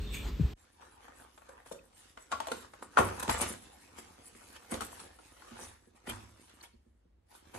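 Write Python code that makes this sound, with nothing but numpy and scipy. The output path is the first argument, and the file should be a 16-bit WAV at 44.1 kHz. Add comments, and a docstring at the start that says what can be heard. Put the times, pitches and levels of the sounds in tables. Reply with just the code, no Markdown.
"""A humming room, where a cat scratches its carpeted tree and bumps it; after half a second the scene
changes abruptly to a small tiled bathroom. A kitten claws at a paper roll. Impacts excite damped modes:
the roll knocks on its holder and paws thud on the wall. Friction and buckling make broadband noise:
the roll rubs as it unwinds, and the snatched sheet crinkles, tears and flaps. The tiles reverberate."""
import sys
import numpy as np
from scipy import signal
from scipy.fft import rfft, irfft, next_fast_len
from scipy.io import wavfile
from scipy.ndimage import uniform_filter1d, map_coordinates

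SR = 44100
rng = np.random.default_rng(int(sys.argv[2]) if len(sys.argv) > 2 else 0)


def wav_record(signal):
    """Record a signal, one row per channel, as 16-bit PCM in the file named by sys.argv[1]."""
    frames = np.transpose(np.atleast_2d(signal))
    bounded = np.clip(frames, -1, 1)
    # unit amplitude maps onto the largest positive 16-bit level
    quanta = np.round(bounded * 32767).astype(np.int16)
    wavfile.write(sys.argv[1], SR, quanta)


N = 334690
TIME = np.arange(N) / SR  # [s]
AGE = np.arange(SR // 2) / SR  # time since a blow [s]


def amp(db):
    """The decibel law: 20 dB is a factor of ten in amplitude."""
    return 10 ** (np.asarray(db) / 20)


def unit(x):
    """Normalisation to rms 1."""
    return x / np.sqrt(np.mean(x ** 2) + 1e-20)


def along(points, hz):
    """Interpolation of (frequency, value) points on a logarithmic frequency axis."""
    frequencies, values = np.transpose(points)
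    return np.interp(np.log(hz + 1), np.log(frequencies), values)


def add(track, s, sound):
    """Superposition: a sound joins the track at time s."""
    part = track[..., round(s * SR):][..., :sound.shape[-1]]
    part += sound[..., :part.shape[-1]]


def wobble(rate):
    """Slow random modulation: a spline through rate knots a second."""
    knots = rng.standard_normal(int(N * rate / SR) + 4)
    return map_coordinates(knots, [TIME * rate])


def swell(s, rise, fall, hold=0):
    """Exponential growth and decay: up 60 dB in rise seconds to time s, a hold, down 60 dB in fall."""
    out = np.zeros(N)
    span = slice(max(round((s - rise) * SR), 0), round((s + hold + fall) * SR))
    age = TIME[span] - s
    depth = np.maximum(-age / rise, (age - hold) / fall)
    out[span] = np.exp(-np.log(1000) * np.maximum(depth, 0))
    return out


def fade(t60, attack):
    """Damping: after a soft onset, a blow loses 60 dB in t60 seconds."""
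    return np.exp(-np.log(1000) * AGE / t60) * (1 - np.exp(-AGE / attack))


def filtered(x, response):
    """Linear filtering: the spectrum is multiplied by a frequency response."""
    n = x.shape[-1]
    size = next_fast_len(n + SR // 4)
    return irfft(rfft(x, size) * response(np.fft.rfftfreq(size, 1 / SR)), size)[..., :n]


def coloured(pair, spectrum):
    """Spectral shaping of two signals, at rms 1."""
    return unit(filtered(pair, lambda hz: amp(along(spectrum, hz))))


def noise(spectrum, length=N):
    """Filtered Gaussian noise: two independent signals with one spectrum."""
    return coloured(rng.standard_normal((2, length)), spectrum)


def grains(spectrum, rate, spread_db, smooth):
    """Stick-slip friction: tiny slips of unequal size over a share of smooth noise."""
    slips = (rng.random(N) < rate / SR) * amp(spread_db * np.minimum(rng.standard_normal(N), 2))
    rough = unit(slips * rng.standard_normal((2, N)))
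    return coloured(rough + smooth * rng.standard_normal((2, N)), spectrum)


def patchy(x, depth_db):
    """Time-varying filtering: random patches of gain favour now one pitch, now another."""
    spectra = signal.stft(x, nperseg=1024)[2]
    patches = uniform_filter1d(rng.standard_normal(spectra.shape[1:]), size=8, axis=0)
    patches = uniform_filter1d(patches, size=5, axis=1)
    return signal.istft(spectra * amp(depth_db * unit(patches)), nperseg=1024)[1][:, :N]


def burst(spectrum, t60, attack):
    """Contact noise: a coloured puff with exponential decay."""
    return noise(spectrum, len(AGE)) * fade(t60, attack)


def push(spectrum):
    """A minimum-phase pulse: the sharpest causal push with a given spectrum, of peak 1."""
    n = len(AGE)
    cepstrum = irfft(np.log(amp(along(spectrum, np.fft.rfftfreq(n, 1 / SR)))), n)
    cepstrum[1:n // 2] *= 2
    cepstrum[n // 2 + 1:] = 0
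    pulse = irfft(np.exp(rfft(cepstrum)), n)
    return pulse / np.abs(pulse).max()


def ring(modes, attack, scatter_db, detune):
    """Modal superposition: two sums of damped sines with scattered strengths and pitches, of peak 1."""
    pair = np.zeros((2, len(AGE)))
    for k, (hz, db, t60) in enumerate(modes):
        strength = (-1) ** k * amp(db + scatter_db * rng.normal(size=(2, 1)))
        pitch = hz * (1 + detune * rng.normal(size=(2, 1)))
        pair += strength * fade(t60, attack) * np.sin(2 * np.pi * pitch * AGE)
    return pair / np.abs(pair).max(axis=1, keepdims=True)


# Air of the first room (frequency [Hz], spectral level [dB])
AIR_SPECTRUM = [(28, -11), (55, 9), (110, -9), (250, -11.5), (430, -21.5), (560, -26.5), (1500, -31.5),
                (3700, -32), (4700, -36.5), (8000, -45.5), (10000, -65), (13000, -42), (15700, -54)]
# Tones of a machine (frequency [Hz], level [dB])
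HUM_TONES = [(48.4, -47.5), (247.6, -62.5), (414.5, -59)]
def humming_room():
    """Phase modulation: a machine's tones waver slightly over the broadband noise of the air."""
    hum = sum(amp(db) * np.sqrt(2) * np.sin(2 * np.pi * hz * TIME + 0.73 * wobble(4.6))
              for hz, db in HUM_TONES)
    return hum + amp(-39.5) * noise(AIR_SPECTRUM)


# Background of the bathroom (frequency [Hz], spectral level [dB])
AMBIENT_SPECTRUM = [(20, -18), (45, 3), (68, 6.5), (95, -0.5), (130, -17), (320, -15.5), (500, -18.5),
                    (1200, -27.5), (4000, -37.5), (12000, -52.5), (15700, -61.5)]
def bathroom_ambience():
    """Stationary noise: a faint, steady rumble."""
    return amp(-69.0) * noise(AMBIENT_SPECTRUM)


# Reverberation of the bathroom (frequency [Hz], T60 [s])
TILE_DECAY = [(80, 0.7), (260, 0.65), (700, 0.23), (2000, 0.35), (5000, 0.39), (13000, 0.074)]
def bathroom(x, wet_db):
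    """Reverberation by convolution: early reflections off the nearest tiles and a diffuse tail."""
    hz, t, spectra = signal.stft(rng.standard_normal((2, SR // 2)), SR, nperseg=256)
    decay = np.exp(-np.log(1000) * t / along(TILE_DECAY, hz)[:, None])
    tail = signal.istft(spectra * decay, SR, nperseg=256)[1]
    tail = tail[:, :len(AGE)] * (1 - np.exp(-AGE / 0.0015))
    tail /= np.linalg.norm(tail[0])
    for channel in tail:
        reflections = 0.094 * rng.choice([-1, 1], size=4)
        delays = (SR * rng.uniform(.0008, .009, size=4)).astype(int)
        channel[delays] += reflections
    echo = signal.fftconvolve(np.atleast_2d(x), tail, axes=1)
    return x + amp(wet_db) * echo[:, :x.shape[-1]]


# Soft bumps of the cat tree (time [s], level [dB], frequency [Hz], T60 [s])
TREE_BUMPS = [(0.282, -30.5, 355, 0.04), (0.397, -2.5, 204, 0.016), (0.407, -6.5, 143, 0.044),
              (0.428, -12.5, 64, 0.12), (0.447, -8.5, 107, 0.029)]
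def tree_bumps():
    """Damped oscillation: each bump of the cat excites one low mode of its perch."""
    out = np.zeros(N)
    for s, db, hz, t60 in TREE_BUMPS:
        add(out, s, amp(db) * fade(t60, attack=0.0058) * np.sin(2 * np.pi * hz * AGE))
    return out


# Claws, then fur, on carpet (frequency [Hz], spectral level [dB])
SCRATCH_SPECTRUM = [(500, -55), (1500, -7), (2100, -3.5), (2600, 6.5), (3300, -5), (4600, -15),
                    (6500, -11.5), (8200, -2), (10000, -27), (12500, -9.5), (15700, -22)]
BRUSH_SPECTRUM = [(200, -5), (400, 6), (1000, 8.5), (1800, 1), (2600, -4), (3900, -0.5), (4700, -6),
                  (8000, -11.5), (10000, -53), (13000, -11), (15700, -34)]
# The cat's strokes (time [s], scratch level [dB], brush level [dB], rise [s], fall [s])
CARPET_STROKES = [(.02, -61, -83, 0.17, 0.62), (0.144, -41, -69, 0.084, 0.29),
                  (.285, -60.5, -47, 0.38, 0.17), (.41, -64, -58.5, 0.15, 1)]
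def carpet_strokes():
    """Sliding friction: claws scratch and fur brushes the carpet in swells of noise."""
    scratch, brush = sum(amp([[scratch_db], [brush_db]]) * swell(s, rise, fall)
                         for s, scratch_db, brush_db, rise, fall in CARPET_STROKES)
    return patchy(scratch * noise(SCRATCH_SPECTRUM) + brush * noise(BRUSH_SPECTRUM), depth_db=3.5)


# Claws catch on fibres, in both rooms (time [s], level [dB], frequency [Hz], half length [s])
CLAW_RASPS = [(0.02, -62, 4280, 0.089), (0.11, -53, 3670, 0.07), (0.19, -53, 3520, 0.058),
              (1.793, -62, 2600, 0.0047), (4.566, -56.5, 3140, 0.012), (4.741, -51, 3700, .009),
              (5.633, -54, 5970, 0.023), (6.102, -42, 3180, 0.014), (6.105, -46, 2450, 0.016),
              (6.614, -56, 4370, 0.006), (6.636, -57, 6040, 0.007), (6.658, -65.5, 3430, 0.013),
              (6.738, -73, 4400, 0.0093)]
def claw_rasps():
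    """Nearly periodic stick-slip: a claw crossing fibres gives a swell of narrow-band noise."""
    out = np.zeros((2, N))
    for s, db, hz, half_length in CLAW_RASPS:
        band = [(hz / 2, -45), (hz * 0.9, -16), (hz, 0), (hz * 1.05, -16), (hz * 2, -45), (hz * 4, -80)]
        start = max(s - 3 * half_length, 0)
        envelope = np.exp(-((AGE + start - s) / half_length) ** 2)
        add(out, start, amp(db) * noise(band, len(AGE)) * envelope)
    return out


# Modes of the wall panel (frequency [Hz], level [dB], T60 [s])
WALL_MODES = [(174, -6.5, 0.06), (233.9, 2.5, 0.079), (325, -2, 0.051), (370, -5, 0.089),
              (472, -0.5, 0.044), (640, -16.5, 0.037)]
# Paws and the heavy roll hit the wall (time [s], level [dB], relative boom level [dB])
WALL_THUDS = [(1.714, -42, -24), (2.331, -43.5, -10), (2.524, -39.5, -20.5), (2.987, -20.5, -10),
              (3.001, -22.5, -32), (3.038, -50, 8), (3.281, -26.5, -5.5), (3.296, -37, -12),
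              (3.41, -29.5, -19), (3.5, -37, -18.5), (3.982, -42.5, -21), (4.35, -48, -13),
              (4.719, -27.5, -15), (4.743, -49, -13), (4.809, -39.5, -24), (5.515, -43, -10.5),
              (5.615, -48, -3.5), (5.87, -52, -17), (6.074, -34.5, -11), (6.104, -38, -5),
              (6.736, -55.5, -3), (6.861, -57.5, -14.5), (7.051, -59.5, -15.5), (7.542, -44, -7)]
def wall_thuds():
    """Resonance: padded blows excite the wall panel and the low standing waves of the small room."""
    room_modes = [(46.64, -13.0, 0.36), (71.8, -9.5, 0.74), (96.2, -10.0, 0.67), (121, -3.5, 0.11)]
    out = np.zeros((2, N))
    for s, db, boom_db in WALL_THUDS:
        panel = ring(WALL_MODES, attack=0.0076, scatter_db=3.5, detune=0.021)
        boom = ring(room_modes, attack=0.018, scatter_db=-4.0, detune=0.048)
        add(out, s, amp(db) * (bathroom(panel, wet_db=-12.0) + amp(boom_db) * boom))
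    return out


def favour(rows, spot_hz, weight):
    """Selective excitation: levels fall with the square of the octaves from the struck spot's note."""
    return [(hz, db - weight * 7.5 * np.log2(hz / spot_hz) ** 2, *rest) for hz, db, *rest in rows]


# First push, dull wound paper, hard claw or holder (frequency [Hz], spectral level [dB])
BLOW_SPECTRUM = [(100, -31.5), (300, -4.5), (700, -2), (1100, -1.5), (1550, -2), (2100, -14.5), (3000, -25),
                 (6000, -38), (14000, -70)]
CLUNK_SPECTRUM = [(70, -29), (260, -1), (430, -6), (650, -1.5), (1100, -4.5), (1700, -10.5), (2600, -16),
                  (4000, -19.5), (14000, -79)]
CRACK_SPECTRUM = [(600, -15), (1500, -4), (3500, 2.5), (5000, -7.5), (7500, -3), (11500, -22.5),
                  (13000, -28.5), (14200, -60)]
# Modes of the cardboard core and holder (frequency [Hz], level [dB], T60 [s])
CORE_MODES = [(429.3, 3, 0.022), (534.6, 2, 0.035), (658.5, 2, 0.032), (883, 2.5, 0.034),
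              (1087, 0.5, 0.045), (1392, -3.5, 0.034), (2050, -1.5, 0.02)]
# Knocks (time [s], level [dB], spot's note [Hz], relative crack level [dB], relative ring level [dB])
ROLL_KNOCKS = [(0.822, -45.5, 1120, -18, -4), (0.867, -55, 1280, -17, -1), (1.082, -40.5, 880, -16, -4),
               (1.377, -43, 1070, -13, -10), (1.419, -45, 1140, -26, -7), (1.49, -47, 700, -19, 2),
               (1.661, -51.5, 855, -10, 1), (1.713, -35.5, 493, -24, 3.5), (2.174, -35, 1400, -13, -11),
               (2.317, -28.5, 1350, -3.5, -6), (2.324, -24.5, 1110, -8.5, 0), (2.329, -30.5, 1140, -19, 3),
               (2.402, -28, 820, -5, 2.5), (2.47, -30.5, 870, -5.5, 0), (2.484, -33, 770, -6.5, 0),
               (2.518, -29.5, 900, -0.5, 2), (2.736, -36, 1220, -13, -11.5), (2.825, -45.5, 1170, -7, -9.5),
               (2.972, -9.5, 1350, -23, -1.5), (2.986, -12, 1070, -23, -2.5),
               (3.002, -15.5, 714, -21, -2.5), (3.228, -29.5, 1020, -6, -7), (3.279, -26, 596, -7.5, -7),
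               (3.2934, -17, 956, -16, -2.5), (3.304, -25, 702, -6.5, -8), (3.374, -33, 1230, -9.5, -2.5),
               (3.409, -28.5, 880, -5, -7.5), (3.422, -28.5, 1100, -6.5, -6.5),
               (4.721, -32.5, 735, -13, -0.5), (4.741, -29, 447, -4, -7), (4.776, -34, 570, -17, -13),
               (4.807, -29.5, 1340, -5, -2), (4.819, -33, 1290, -5, 3), (4.928, -44, 930, -16, 3.5),
               (5.188, -58, 1380, 2, 10.5), (5.366, -57, 1340, -10, 3), (5.421, -49, 1430, -4, 3.5)]
SPOT_DB, SPOT_T60_S = 8.5, 0.016  # the struck spot's own brief note, among the core's modes
def roll_knocks():
    """Impact excitation: the roll hits its holder with a push, a modal ring, a clunk and a crack."""
    out = np.zeros((2, N))
    for s, db, spot_hz, crack_db, ring_db in ROLL_KNOCKS:
        modes = [(spot_hz, SPOT_DB, SPOT_T60_S)] + favour(CORE_MODES, spot_hz, weight=1.5)
        blow = amp(-4) * push(favour(BLOW_SPECTRUM, spot_hz, weight=0.24))
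        blow = blow * np.array([[1], [.15]])  # mostly mid, little side
        body = amp(ring_db) * ring(modes, attack=0.0036, scatter_db=4.5, detune=0.018)
        clunk = amp(-8.5) * burst(favour(CLUNK_SPECTRUM, spot_hz, weight=0.36), t60=0.045, attack=.001)
        crack = amp(crack_db) * burst(CRACK_SPECTRUM, t60=0.018, attack=0.00053)
        add(out, s, amp(db) * bathroom(blow + body + clunk + crack, wet_db=-6.5))
    return out


# Bright hiss of the paper (frequency [Hz], spectral level [dB])
HISS_SPECTRUM = [(1500, -47.5), (5000, -13), (6800, -6.5), (8000, 0), (10800, -1.5), (12300, -6.5),
                 (13100, -19), (13900, -50.5)]
# A claw tears the top ply (time [s], level [dB], rise [s], fall [s])
PLY_TEARS = [(2.478, -46.5, 0.029, 0.018), (3.05, -46, 0.045, 0.071), (3.2, -38, 0.016, 0.018),
             (3.3, -44.5, 0.0099, 0.1), (3.389, -45, .05, 0.029), (3.414, -43, 0.016, 0.04),
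             (3.503, -40, 0.14, 0.019), (3.526, -52, 0.018, 0.052), (4.265, -60, 0.07, 0.2),
             (4.717, -40.5, 0.018, 0.014), (4.85, -50, 0.019, 0.098), (6.1, -44, 0.065, 0.024),
             (6.16, -54, 0.04, 0.053)]
def bright_hiss(crumple):
    """Modulated noise: a randomly flickering, patchy hiss follows the crumpling and flares at tears."""
    flicker = amp(5.5 * np.minimum(wobble(rate=27), 1))
    tearing = sum(amp(db) * swell(s, rise, fall) for s, db, rise, fall in PLY_TEARS)
    hiss = grains(HISS_SPECTRUM, rate=2600, spread_db=3.0, smooth=0.56)
    return unit(patchy(hiss, depth_db=5.5)) * (amp(-5.5) * crumple * flicker + tearing)


def snap(hz, t60):
    """Sudden release of strain: a dry tick of noise around one pitch, of peak 1."""
    size, top_hz, octave_loss_db = 2048, 13000, 7.5
    bins_hz = np.fft.rfftfreq(size, 1 / SR) + 1
    colour = amp(-octave_loss_db * np.log2(bins_hz / hz) ** 2) * (bins_hz < top_hz)
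    tick = irfft(rfft(rng.standard_normal((2, size))) * colour) * fade(t60, attack=.0009)[:size]
    return tick / np.abs(tick).max()


# Perforations and fibres snap under a claw or tooth (time [s], level [dB], frequency [Hz])
FIBRE_SNAPS = [(1.378, -54.5, 2840), (2.403, -40.5, 8450), (2.519, -37.5, 8500), (3.2, -29.5, 8540),
               (3.229, -29.5, 8150), (3.2942, -21.5, 2600), (3.298, -31.5, 9500), (4.809, -36, 8000),
               (4.819, -45, 7000), (6.627, -49, 8500)]
CREASES_PER_S, CREASE_HZ, CREASE_OCTAVES = 45, 4000, 0.72
CREASE_DB, CREASE_SPREAD_DB = 1.5, 4  # weakest peak relative to the crumpling; scatter above it
def crackles(crumple):
    """Fracture and buckling: fibres snap, and creases pop at random, louder as the sheet crumples."""
    snaps, creases = np.zeros((2, N)), np.zeros((2, N))
    for s, db, hz in FIBRE_SNAPS:
        add(snaps, s, amp(db) * snap(hz, t60=0.025))
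    for when, pitch, strength in rng.random((int(CREASES_PER_S * N / SR), 3)):
        hz = CREASE_HZ * 2 ** (CREASE_OCTAVES * (2 * pitch - 1))
        db = CREASE_DB + CREASE_SPREAD_DB * min(-np.log(1 - strength), 2)
        add(creases, when * N / SR, amp(db) * snap(hz, t60=.009))
    return snaps + crumple * creases


# The kitten's continual stirring of the paper (time [s], level [dB])
PAPER_STIR = [(.6, -70.5), (1.2, -67.5), (1.58, -72), (2.27, -71), (2.9, -65), (3.6, -63.5), (4.12, -65),
              (4.75, -62.5), (5.3, -68.5), (5.7, -78), (5.89, -78.5), (6.25, -68), (6.6, -68.5),
              (6.8, -87.5), (7.24, -95.5), (7.4, -72), (7.59, -62)]
# Long pulls drag paper off the roll (time [s], duration [s], crumple level [dB], drag level [dB])
PAPER_PULLS = [(0.822, 0.446, -112, -67), (1.502, 0.095, -111, -62), (1.975, 0.25, -67, -78),
               (2.427, 0.23, -63, -61.5), (3.007, 0.095, -52.5, -41.5), (3.127, 0.39, -61.5, -51),
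               (4.816, 0.24, -66, -65), (5.395, 0.3, -75, -77), (6.126, 0.12, -67.5, -65.5)]
# Claws snatch at the sheet (time [s], crumple level [dB], relative drag level [dB], rise [s], fall [s])
PAPER_SNATCHES = [(.815, -66, -9, 0.026, 0.065), (1.491, -60.5, -2, 0.01, 0.039),
                  (1.66, -62.5, 4.5, 0.023, 0.38), (1.724, -48, -29, 0.026, 0.05),
                  (2.322, -45.5, -1, 0.044, 0.13), (2.517, -45, 14, 0.0052, 0.043),
                  (2.826, -53.5, 8, 0.012, 0.053), (2.984, -33.5, 11.5, 0.038, 0.1),
                  (3.198, -45.5, 7, 0.014, 0.046), (3.227, -45, 7.5, 0.0076, 0.092),
                  (3.298, -38, 0.5, 0.052, 0.39), (3.412, -37, 0.5, 0.014, 0.26),
                  (3.989, -49, -1, 0.067, 0.076), (4.35, -70, 4, 0.049, 0.29),
                  (4.565, -54, -0.5, 0.1, 0.04), (4.722, -47, 6, 0.066, 0.13), (4.742, -50, 4, 0.06, 0.15),
                  (4.808, -42, -3.5, 0.0049, 0.15), (5.001, -50.5, 5, 0.022, 0.053),
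                  (5.628, -54.5, 1, 0.93, 0.43), (5.962, -67.5, 3, 0.064, 0.24),
                  (6.073, -51.5, 3.5, 0.035, 0.1), (6.098, -45.5, 2.5, 0.046, 0.16),
                  (6.503, -64, -1, 0.2, 0.11), (6.607, -71, 2, 0.09, 0.035),
                  (6.636, -53.5, -2.5, 0.027, 0.099), (7.314, -66.5, -4.5, 0.098, 0.22),
                  (7.357, -60.5, -1, 0.14, 0.11), (7.545, -53, 6, 0.03, 0.22)]
def paw_envelopes():
    """Amplitude modulation: the paws set the sheet's crumpling, the roll's drag and the slow motion."""
    crumple = amp(np.interp(TIME, *np.transpose(PAPER_STIR)))
    drag = amp(-2) * crumple
    for s, length, crumple_db, drag_db in PAPER_PULLS:
        pull = swell(s, rise=0.1, fall=0.11, hold=length)
        crumple += amp(crumple_db) * pull
        drag += amp(drag_db) * pull
    motion = np.hypot(crumple, drag)
    jerk = amp(2.0 * wobble(rate=20))  # the paws move in small jerks
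    crumple, drag = crumple * jerk, drag * jerk
    for s, db, drag_db, rise, fall in PAPER_SNATCHES:
        snatch = amp(db) * swell(s, rise, fall)
        crumple += snatch
        drag += amp(drag_db) * snatch
    return crumple, drag, motion


# Crinkling sheet, rubbing roll, flapping sheet (frequency [Hz], spectral level [dB])
CRINKLE_SPECTRUM = [(400, -20.5), (1200, 0), (2200, 2), (3300, 0), (4900, -3), (6500, -2), (8000, -9.5),
                    (10500, -8.5), (12300, -17), (13100, -28.5), (13900, -53)]
RUB_SPECTRUM = [(200, -9), (480, 2), (950, 5.5), (1400, 0.5), (2000, -5.5), (3200, -14), (6000, -43),
                (14000, -69)]
FLAP_SPECTRUM = [(40, -21), (80, 2.5), (140, -9.5), (230, -4), (330, -2.5), (500, -12), (900, -20.5),
                 (2000, -40), (14000, -96)]
FLAP_DB, FLAP_EXPONENT = -23, 0.68  # the flap grows as a power of the motion
LOOSE_S, WOUND_DB = 2.7, -8  # the sheet comes loose; until then it flaps this much less
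def paper():
    """Buckling, friction and displaced air: the sheet crinkles, the roll rubs, the hanging end flaps."""
    crumple, drag, motion = paw_envelopes()
    crinkle = amp(-3.0) * crumple * grains(CRINKLE_SPECTRUM, rate=1000, spread_db=-1.0, smooth=1.0)
    rub = drag * grains(RUB_SPECTRUM, rate=250, spread_db=-2.5, smooth=1.0)
    flapping = amp(FLAP_DB + WOUND_DB * (TIME < LOOSE_S)) * motion ** FLAP_EXPONENT
    flap = flapping * grains(FLAP_SPECTRUM, rate=66, spread_db=4.5, smooth=0.75)
    rustle = patchy(crinkle + rub, depth_db=3) + bright_hiss(crumple) + crackles(crumple)
    return bathroom(rustle, wet_db=-9.0) + flap


def microphones(pair, correlation):
    """Mid-side stereo: two independent signals become a left and a right of given correlation."""
    def weights(hz):
        angle = np.arccos(np.clip(along(correlation, hz), -1, 1)) / 2
        return np.array([np.cos(angle), np.sin(angle)])
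    mid, side = filtered(pair, weights)
    return np.array([mid + side, mid - side])


# Likeness of left and right in each room (frequency [Hz], correlation [-1 to 1])
FIRST_ROOM_CORRELATION = [(80, 1), (260, 0.7), (400, 1), (680, 0.1), (1300, 0.77), (4000, 0.6),
                          (11000, 0.77)]
BATHROOM_CORRELATION = [(60, 0.99), (150, 0.93), (260, 1), (380, 0.2), (520, 0.15), (690, -0.28),
                        (950, -0.011), (1800, 0.45), (2700, 0.058), (3800, 0.11), (5400, -0.24),
                        (8000, 0.55), (12000, 0.69)]
# Stereo balance of the bathroom (frequency [Hz], left minus right level [dB])
BATHROOM_BALANCE = [(60, 1), (150, -5.5), (260, -7.5), (500, -3.5), (720, 0.5), (1200, 3), (2200, -1),
                    (12000, 0)]
CHANGE_S = 0.537  # the first room gives way to the bathroom
def scene():
    """Superposition in each room: the first stops within 2 ms, then the bathroom enters over 40 ms."""
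    before = np.clip((CHANGE_S - TIME) / .002, 0, 1)
    after = np.clip((TIME - CHANGE_S) / 0.04, 0, 1) ** 2
    kitten = after * (roll_knocks() + wall_thuds() + paper() + bathroom_ambience())
    kitten_and_rasps = microphones(kitten + claw_rasps(), BATHROOM_CORRELATION)
    balanced = filtered(kitten_and_rasps, lambda hz: amp(along(BATHROOM_BALANCE, hz) * [[.5], [-.5]]))
    cat = microphones(humming_room() + tree_bumps() + carpet_strokes(), FIRST_ROOM_CORRELATION)
    return before * cat + balanced


LOW_CUT_HZ, TOP_HZ = 36, 15700
def record(dry):
    """Band limiting: the deepest rumble and the highest treble are filtered out."""
    low_cut = signal.butter(4, LOW_CUT_HZ, "highpass", fs=SR, output="sos")
    return filtered(signal.sosfilt(low_cut, dry), lambda hz: hz < TOP_HZ)


dry = scene()
out = record(dry)
wav_record(out)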